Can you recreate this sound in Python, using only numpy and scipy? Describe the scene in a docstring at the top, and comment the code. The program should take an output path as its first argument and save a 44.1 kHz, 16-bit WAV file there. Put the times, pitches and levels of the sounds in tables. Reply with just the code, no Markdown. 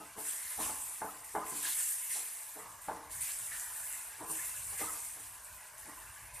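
"""A home kitchen: vegetables fry in a deep pan while a wooden spatula turns them over.
Turns lay wet faces on hot metal, so the sizzle, dense tiny pops over hiss, flares and dies back.
Squeezed pieces crackle and squirt, juice bubbles as short rising tones, and drops spit as sharp ticks.
The spatula's knocks and stick-slip scrapes ring the pan's modes; its squeaks are wavering tones.
Toppling pieces patter on the pan over a steady room hush and a lumpy hob rumble."""
import sys
import numpy as np
from scipy import signal
from scipy.fft import rfft, irfft, next_fast_len
from scipy.io import wavfile
from scipy.ndimage import uniform_filter1d, map_coordinates

SR = 44100
rng = np.random.default_rng(int(sys.argv[2]) if len(sys.argv) > 2 else 0)


def generate_wav(sig):
    """Save sig (samples, or channels by samples) to the path in sys.argv[1] as 16-bit PCM at SR."""
    pcm = np.round(np.clip(np.atleast_2d(sig).T, -1, 1) * 32767).astype(np.int16)
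    wavfile.write(sys.argv[1], SR, pcm)


N = 282240  # length [samples]


# the spatula turns wet faces onto the metal: (time [s], rise [s], time they stay wet [s], sizzle level [dB])
FACE_TURNS = [(0, 0.0038, 0.046, -56), (0.159, 0.048, .64, -44), (1.235, 0.0076, 0.096, -53),
              (1.439, 0.03, 0.24, -44.5), (1.6, 0.069, 0.22, -38), (2.0, 0.058, 0.32, -47),
              (2.805, 0.017, 0.0067, -51.5), (2.93, 0.012, 0.017, -61.5), (3.089, 0.036, .83, -45),
              (3.2, 0.014, 0.022, -42), (4.259, 0.042, 0.18, -41.5), (4.57, .14, 0.31, -44.5),
              (5.425, 0.012, 0.18, -56.5), (5.77, 0.011, 0.21, -54.5), (6.13, 0.017, .08, -57.5),
              (6.33, 0.012, .03, -51.5)]
DRY_DB_PER_S, IDLE_DB = 31.5, -61  # slowest fall as the faces dry [dB/s], resting sizzle [dB]
FLASH_DB_PER_S, FLASH_S = 65, 0.044  # extra fall for barely wet faces [dB/s], wet time over which it fades [s]


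def heat():
    """Sizzle level in dB: turns flare, hold while wet and die back, faster if the faces were barely wet."""
    flares = []
    for time, rise, wet, level_db in FACE_TURNS:
        fall = DRY_DB_PER_S + FLASH_DB_PER_S * np.exp(-wet / FLASH_S)
        flares.append(swell(time, rise, wet, level_db, fall))
    return together(summed(flares), IDLE_DB)


# the spatula squeezes the pieces:
# (time [s], length [s], steam drive [dB], crackle drive [dB], squirt of juice [dB], pocket pitch [Hz])
SQUEEZES = [(0.236, 0.072, -41, -53.5, -54, 1750), (0.334, 0.25, -62, -58, -57.5, 1930),
            (0.586, 0.07, -39, -48.5, -54, 1680), (1.5, 0.11, -48, -52.5, -74, 1820),
            (1.62, 0.087, -53, -44.5, -49, 1672), (1.759, 0.074, -39.5, -57, -54, 1675),
            (2.086, 0.077, -40.5, -47.5, -52.5, 1960), (3.188, 0.14, -50, -54, -57, 2150),
            (3.496, 0.085, -49, -55.5, -49.5, 1765), (4.367, 0.093, -60, -63, -54.5, 2000),
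            (4.77, 0.066, -42.5, -53.5, -46, 1940)]
PRESS_RISE, RELAX_DB_PER_S = 0.46, 113  # share of a squeeze spent building up, fall afterwards [dB/s]


def squeezed(levels_db):
    """Level in dB of something driven by the squeezes, given its drive in each."""
    swells = []
    for (time, length, *_), level_db in zip(SQUEEZES, levels_db):
        rise = PRESS_RISE * length
        swells.append(swell(time, rise, length - rise, level_db, RELAX_DB_PER_S))
    return summed(swells)


# colour of the oil's fizz: (frequency [Hz], relative level [dB per Hz])
FIZZ_COLOUR = [(1500, -58), (3500, -29.5), (5500, -16), (6500, -11), (7600, -3), (9000, 1), (10400, -1.5),
               (11500, -5.5), (14200, -16)]
# colour of the finest droplets: (frequency [Hz], relative level [dB per Hz])
SPRAY_COLOUR = [(6000, -33.5), (9500, -17), (11500, 0), (13000, 6), (14400, -2.5), (18000, -5.5)]
SPRAY_DB = -7  # finest spray relative to the turns' sizzle [dB]


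def sizzle(heat_db):
    """Steam bubbles burst in flurries, denser when stronger; squeezes add steam. Returns mid and side."""
    level_db = together(heat_db, squeezed([steam_db for _, _, steam_db, *_ in SQUEEZES]))
    rate = 5000 * amp(0.5 * (level_db + 40.5))  # pops per second
    flurry_db = 0.68 * wobble(35) + 0.59 * wobble(250)
    pair = []
    for blur_db in (-1.5, 4):  # the side hears mostly reflections
        fizz = crackle(FIZZ_COLOUR, rate, spread_db=0.5, blur_db=blur_db)
        fizz = patchy(fizz, depth_db=1.96) * amp(level_db + 0.3)
        spray = crackle(SPRAY_COLOUR, rate, spread_db=2.0, blur_db=blur_db)
        spray = patchy(spray, depth_db=2.5) * amp(heat_db + SPRAY_DB)
        pair.append((fizz + spray) * amp(flurry_db))
    return pair


# colour of sliding pieces: (frequency [Hz], relative level [dB per Hz])
SQUELCH_COLOUR = [(500, -36), (1000, -38), (1700, -1.5), (2600, 4.5), (3500, 5.5), (5000, 4.5), (7000, 6.5),
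                  (12000, -51.5)]
# crackle at a brisk sizzle [dB], its dB per dB of sizzle, level of a brisk sizzle [dB]
SQUELCH_DB, SQUELCH_FOLLOWS, BRISK_DB = -58.5, 0.45, -44


def squelch(heat_db):
    """Wet pieces part and slide with a fine crackle that follows the frying and leaps with each squeeze."""
    frying_db = SQUELCH_DB + SQUELCH_FOLLOWS * (heat_db - BRISK_DB)
    level_db = together(frying_db, squeezed([crackle_db for _, _, _, crackle_db, *_ in SQUEEZES]))
    pieces = crackle(SQUELCH_COLOUR, rate=1300, spread_db=2.5, blur_db=1.0)
    return patchy(pieces, depth_db=2.0) * amp(level_db)


def squishes():
    """Juice squeezed from between the pieces crackles in a narrow pocket of pitch."""
    out = np.zeros(N)
    for time, length, _, _, level_db, hz in SQUEEZES:
        size = int(max(length, 0.02) * SR)
        pocket = [(hz / 2, -30), (hz * 1.11, -1), (hz * 0.88, -1), (hz * 1.23, -15), (hz * 3, -35)]
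        wet = crackle(pocket, rate=700, spread_db=2, blur_db=-3.0, size=size)
        add(out, time, amp(level_db) * unit(wet * signal.windows.tukey(size, 0.5)))
    return in_room(out, wet_db=-2)


# water drops meet the oil: (time [s], peak level of the direct tick [dB])
OIL_SPITS = [(1.247, -34), (2.169, -24), (2.372, -30), (2.59, -39), (3.211, -23), (3.389, -29),
             (3.598, -25), (3.927, -25.5), (4.907, -29), (5.447, -35), (5.782, -33)]


def spits():
    """Single drops of water burst in the oil: a noise tick that dies in about a millisecond, then its echo."""
    out = np.zeros(N)
    t = np.arange(SR // 100) / SR
    for time, level_db in OIL_SPITS:
        tick = coloured(rng.standard_normal(len(t)) * np.exp(-t / 0.00064), FIZZ_COLOUR)
        add(out, time, amp(level_db) * tick / np.abs(tick).max())
    return out + amp(2.0) * echo(out)


# juice boiling under the pieces, which also drives their tumbling: (time [s], level before trim [dB])
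JUICE_BOIL = [(0.0, -59), (0.3, -58.5), (0.45, -59.5), (0.64, -54.5), (0.86, -60), (1.37, -59.5),
              (1.57, -56.5), (2.33, -60), (2.92, -59.5), (3.62, -55.5), (4.83, -58.5), (5.04, -61.5),
              (5.38, -59), (6.4, -56)]
# colour of the bubbles: (frequency [Hz], relative level [dB per Hz])
BUBBLE_COLOUR = [(300, -29.5), (520, -3), (610, -4.5), (740, -14), (1000, 3), (1200, -3), (1500, 5.5),
                 (1850, 6.5), (2150, 4.5), (2700, 4), (4000, -14)]


def bubbling(heat_db, count=2000):
    """Bubbles in the juice ring for a few cycles and rise in pitch as they surface."""
    start, pitch, size = rng.random((count, 3)).T[:, :, None]
    t = np.arange(SR // 50) / SR
    first = (start * N).astype(int)
    hz = 600 * 5 ** pitch
    age = t * hz / 12  # in decay times: each bubble fades over 12 cycles
    tilt_db = 1.05 * (heat_db[first] + 53) * (pitch - 0.5)  # a gentler simmer favours larger, lower bubbles
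    strength = amp(tilt_db - 1.74 * np.log(size + 0.01))
    envelope = strength * np.exp(-age) * (1 - np.exp(-t / 0.00055))
    grains = envelope * np.sin(2 * np.pi * hz * t * (1 + 0.016 * age))
    boil = np.bincount((first + np.arange(len(t))).ravel(), grains.ravel(), N)[:N]
    return in_room(unit(coloured(boil, BUBBLE_COLOUR)), wet_db=1) * amp(curve(JUICE_BOIL) + 0.5)


# modes of the pan on its hob: (frequency [Hz], level before scatter [dB], t60 [s])
PAN_MODES = [(182.4, -15.5, 0.31), (234, -15.5, 0.24), (293.5, -14.5, 0.4), (320.7, -3.5, 0.17),
             (430.7, -2.5, 0.18), (467.3, -10.5, 0.4), (629.5, -8, 0.23), (724, -21, 0.12),
             (786.4, -1, 0.16), (828, 1, 0.06), (874.3, 1.5, 0.21), (933, -5.5, 0.17), (1024, -9.5, 0.59),
             (1240, -22, 0.25), (1174, -5, 0.15), (1278, -15, 0.39), (1470, -9, 0.061), (1519, -5.5, 0.053),
             (1634, -6.5, 0.047), (2080, -13, 0.16), (2220, -30, 0.2)]
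# colour of the wooden clop: (frequency [Hz], relative level [dB per Hz])
WOOD_COLOUR = [(25, -35), (80, -12.5), (230, -10), (315, 1), (370, -17), (430, -20), (530, -5), (640, 5),
               (850, 5.5), (1200, -6), (1650, -6.5), (2100, -25), (3000, -30), (6000, -50)]


def pan_ring(scatter_db, wood_db, wood_t60):
    """One contact: the pan's modes at strengths set by the spot, and the short clop of the wood."""
    t = np.arange(SR // 2) / SR
    hz, level_db, t60 = np.transpose(PAN_MODES)[:, :, None]
    strength = amp(level_db + scatter_db * rng.standard_normal(level_db.shape))
    strength = strength * rng.choice([-1, 1], level_db.shape)
    ring = np.sum(strength * amp(-60 * t / t60) * np.sin(2 * np.pi * hz * t), axis=0)
    clop = unit(coloured(rng.standard_normal(len(t)), WOOD_COLOUR)) * amp(wood_db - 60 * t / wood_t60)
    return (ring + clop) * (1 - np.exp(-t / 0.00045))


# spatula blows and the scrape that follows each:
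# (time [s], blow before chatter, rms re 40 ms [dB], dullness before chatter [dB],
#  time to press through the food [s], scrape drive [dB], scrape hold after its rise [s])
SPATULA_BLOWS = [(0, -52.5, 3, 0.0042, -68, .03), (0.157, -47.5, 6, 0.036, -62, .03),
                 (0.574, -43.5, 7, 0.037, -48.5, 0.085), (0.684, -46, 7, 0.021, -63, 0.24),
                 (1.0155, -39.5, -1, 0.0028, -56.5, 0.042), (1.348, -35.5, -2.5, 0.0038, -50.5, .06),
                 (1.514, -51, 34, 0.0139, -59, 0.14), (2.139, -53.5, -2, .049, -65, .03),
                 (2.548, -50.5, 8.5, 0.041, -55, 0.11), (2.882, -38.5, -1, 0.0038, -51.5, .06),
                 (4.179, -47, 5.5, 0.062, -52.5, 0.092), (4.284, -50.5, 10.5, 0.05, -63.5, .1),
                 (4.719, -56, -9, 0.018, -68, .03), (4.792, -44, 8.5, 0.034, -49, 0.057),
                 (5.128, -58.5, 5, 0.077, -67.5, .05), (5.843, -53.5, 6.5, 0.066, -63, .14)]
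# the graze, blow and two rebounds of a chatter: (delay [s], level change [dB], added dullness [dB])
BARE_CHATTER = [(-.008, -19, 8), (0, -1, -1), (.009, -5, 1), (.026, -5.5, 3.5)]
BARE_S, CLACK_LOSS = 0.015, 0.47  # quicker blows meet bare metal [s], dB of clack lost per dB of dullness


def knocks():
    """The spatula meets the pan: bare blows clack and chatter, ones padded by food thump in a short run."""
    out = np.zeros(N)
    for time, level_db, dull_db, press, *_ in SPATULA_BLOWS:
        size = int(max(press, 0.001) * SR)
        contacts = BARE_CHATTER if press < BARE_S else [(0, 0, 0)]
        for delay, step_db, duller_db in contacts:
            force = rng.standard_normal(size) * np.hanning(size)
            thump_db = dull_db + duller_db
            tone = [(330, thump_db), (750, 0), (1100, 0), (1600, -CLACK_LOSS * thump_db)]
            ring = coloured(pan_ring(scatter_db=3.0, wood_db=6.5, wood_t60=0.15), tone)
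            blow = in_room(signal.fftconvolve(ring, flattened(force)), wet_db=-7.5)
            blow = blow * np.sqrt(SR // 25) / np.linalg.norm(blow)  # its energy as rms over 40 ms
            add(out, time + delay, amp(level_db + step_db) * blow)
    return out


# wood catching on the metal: (time [s], length [s], pitch before waver [Hz], rms level before room [dB])
WOOD_SQUEAKS = [(0, .055, 1273, -57), (1.052, .019, 1515, -52), (1.082, 0.024, 1276, -49.5),
                (1.41, 0.033, 1222, -45.5), (1.644, 0.025, 1654, -48.5), (4.387, 0.017, 1730, -50),
                (4.824, .025, 1224, -48), (4.866, 0.044, 1288, -50)]
DRAG_RISE_S, DRAG_DB_PER_S = 0.027, 73  # a scrape's build-up [s], its fall when the stroke ends [dB/s]


def scrapes():
    """After each blow the wooden edge sticks and slips along the pan; where it catches evenly it squeaks."""
    out = np.zeros(N)
    tone = [(300, -3.0), (600, -7.5), (850, -3.5), (1050, 10.0), (1600, -2.5)]
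    for time, *_, level_db, length in SPATULA_BLOWS:
        slips = pops(600, spread_db=3.5, size=SR)
        rub = signal.fftconvolve(slips, pan_ring(scatter_db=2.5, wood_db=13.0, wood_t60=0.11))[:SR]
        stroke = swell(0, DRAG_RISE_S, length, level_db, DRAG_DB_PER_S)[:SR]
        add(out, time, unit(coloured(rub, tone)) * stroke)
    for time, length, hz, level_db in WOOD_SQUEAKS:
        size = int(max(length, 0.01) * SR)
        wavering_hz = hz * (1 + 0.02 * wobble(420, size=size))
        phase = 2 * np.pi * np.cumsum(wavering_hz) / SR
        add(out, time, amp(level_db) * unit(np.sin(phase) * signal.windows.tukey(size, 0.7)))
    return in_room(out, wet_db=-14.5)


def tumbling():
    """Many pieces topple softly against the pan and keep it ringing faintly."""
    ring = pan_ring(scatter_db=1.5, wood_db=7.5, wood_t60=0.044)
    taps = signal.fftconvolve(pops(150, spread_db=1.5), ring)[:N]
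    tone = [(180, -6), (320, -11.0), (450, -11), (600, -6.5), (820, -7.0), (1020, 2.5), (1600, 2.0)]
    return unit(coloured(taps, tone)) * amp(curve(JUICE_BOIL) - 7)


# colour of the room hush: (frequency [Hz], relative level [dB per Hz])
HUSH_COLOUR = [(20, -12), (50, -13), (100, -12), (160, -13.5), (240, -22.5), (480, -12.5), (700, -10.5),
               (1400, -10), (4000, -20.5), (4900, -11.5), (6000, -12), (14000, -34)]
# colour of the hob rumble: (frequency [Hz], relative level [dB per Hz])
RUMBLE_COLOUR = [(20, -31), (35, -7.5), (48, 4), (70, -2), (110, -2.5), (170, -14.5), (300, -26),
                 (800, -50)]
# the hob and table shaken by the stirring: (time [s], rumble level before trim [dB])
HOB_SHAKE = [(0.0, -65.5), (0.41, -82), (0.45, -65), (0.53, -80), (0.59, -59), (0.91, -71), (1.39, -68.5),
             (2.44, -82.5), (2.58, -72.5), (3.23, -58), (3.26, -75), (3.42, -63), (4.06, -74.5),
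             (4.81, -59.5), (5.47, -72.5), (5.52, -63), (5.63, -72.5), (6.4, -60.5)]


def background():
    """The room's steady hush and the low, lumpy shaking of the hob, both shaped noise."""
    hush = amp(-67.5) * unit(coloured(rng.standard_normal(N), HUSH_COLOUR))
    lumps = amp(2 * wobble(22))
    rumble = unit(coloured(rng.standard_normal(N), RUMBLE_COLOUR) * lumps)
    return hush + amp(curve(HOB_SHAKE) - 0.25) * rumble


# the kitchen's reverberation: (frequency [Hz], t60 [s])
KITCHEN_DECAY = [(150, 0.32), (1000, 0.87), (4000, 0.3), (12000, 0.22)]


def echo(x, size=256):
    """The kitchen's diffuse answer, about as strong as x: noise that decays at each frequency's own rate."""
    hz, t, z = signal.stft(rng.standard_normal(SR // 2), SR, nperseg=size)
    t60 = along(KITCHEN_DECAY, hz)[:, None]
    tail = signal.istft(z * amp(-60 * t / t60) / np.sqrt(t60), SR, nperseg=size)[1]
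    delayed = np.pad(tail / np.linalg.norm(tail), (SR // 250, 0))  # starts after 4 ms
    return signal.fftconvolve(x, delayed)[:len(x)]


def in_room(x, wet_db):
    """Direct sound and echo, at about the power of x."""
    return (x + amp(wet_db) * echo(x)) / np.hypot(1, amp(wet_db))


def pops(rate, spread_db, size=N):
    """Random impulses of rms 1, rate a second: many small ones and a few large."""
    fired = rng.random(size) < rate / SR
    sizes = amp(spread_db * np.minimum(rng.exponential(size=size), 5))
    signs = rng.choice([-1, 1], size)
    return unit(fired * sizes * signs / np.sqrt(rate))  # denser pops are each smaller


def crackle(spectrum, rate, spread_db, blur_db, size=N):
    """Dense pops of rms 1; their countless reflections blur into a hiss around them."""
    blur = amp(blur_db) * rng.standard_normal(size)
    return unit(coloured(pops(rate, spread_db, size) + blur, spectrum))


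def patchy(x, depth_db):
    """x at rms 1, its colour shifting from moment to moment as different pieces lie on the metal."""
    z = signal.stft(x, nperseg=256)[2]
    field = uniform_filter1d(rng.standard_normal(z.shape), size=6, axis=0)
    field = uniform_filter1d(field, size=12, axis=1)
    return unit(signal.istft(z * amp(depth_db * unit(field)), nperseg=256)[1][:N])


def coloured(x, spectrum, size=4096):
    """x through a causal filter of the given spectrum, so that clicks keep their sharp fronts."""
    cepstrum = irfft(np.log(amp(along(spectrum, np.fft.rfftfreq(size, 1 / SR)))))
    cepstrum[1:size // 2] *= 2  # folding the cepstrum gives minimum phase
    cepstrum[size // 2 + 1:] = 0
    return signal.fftconvolve(x, irfft(np.exp(rfft(cepstrum))))[:len(x)]


def filtered(x, response):
    """x times a response of frequency."""
    m = next_fast_len(N + SR // 2)
    return irfft(rfft(x, m) * response(np.fft.rfftfreq(m, 1 / SR)), m)[..., :N]


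def flattened(x):
    """x with its phases kept and an even spectrum."""
    return irfft(np.exp(1j * np.angle(rfft(x))))


def swell(time, rise, hold, level_db, fall_db_per_s):
    """Gain of one swell: a straight rise, a hold and an even fall in dB."""
    age = np.arange(N) / SR - time
    fall_db = fall_db_per_s * np.maximum(age - rise - hold, 0)
    return np.clip(age / max(rise, 1e-3), 0, 1) * amp(level_db - fall_db)


def summed(gains):
    """Level in dB of unrelated swells that overlap."""
    return 10 * np.log10(np.sum(np.square(gains), axis=0) + 1e-12)


def together(a_db, b_db):
    """Level in dB of two unrelated sounds at once."""
    return 20 * np.log10(np.hypot(amp(a_db), amp(b_db)))


def wobble(rate, size=N):
    """A smooth random curve, rate knots a second."""
    knots = rng.standard_normal(int(size * rate / SR) + 4)
    return map_coordinates(knots, [np.arange(size) * rate / SR])


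def curve(rows):
    """(time [s], value) rows as one value per sample."""
    return np.interp(np.arange(N) / SR, *np.transpose(rows))


def along(points, hz):
    """(frequency [Hz], value) points read on a log axis."""
    f, v = np.transpose(points)
    return np.interp(np.log(hz + 1), np.log(f + 1), v)


def amp(db):
    """Decibels to gain."""
    return 10 ** (np.asarray(db) / 20)


def unit(x):
    """x at rms 1."""
    return x / np.sqrt(np.mean(x ** 2) + 1e-20)


def add(track, time, sound):
    """Mix a sound into the track at a time in seconds."""
    part = track[max(round(time * SR), 0):][:len(sound)]
    part += sound[:len(part)]


# the treble is wide, the rest central: (frequency [Hz], gain of the side signal [dB])
SIDE_WIDTH = [(2500, -62), (3800, -71), (5400, -13.5), (7200, -5), (14000, -4)]


def scene():
    """The pan stands straight ahead; only its hiss and crackle spread to the sides."""
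    heat_db = heat()
    mid, side = sizzle(heat_db)
    mid = mid + squelch(heat_db) + squishes() + spits() + bubbling(heat_db)
    mid = mid + knocks() + scrapes() + tumbling() + background()
    side = filtered(side + squelch(heat_db), lambda hz: amp(along(SIDE_WIDTH, hz)))
    return np.array([mid + side, mid - side])


def record(dry):
    """A steep band limit: nothing is kept from 14350 Hz up."""
    return filtered(dry, lambda hz: hz < 14350)


dry = scene()
out = record(dry)
generate_wav(out)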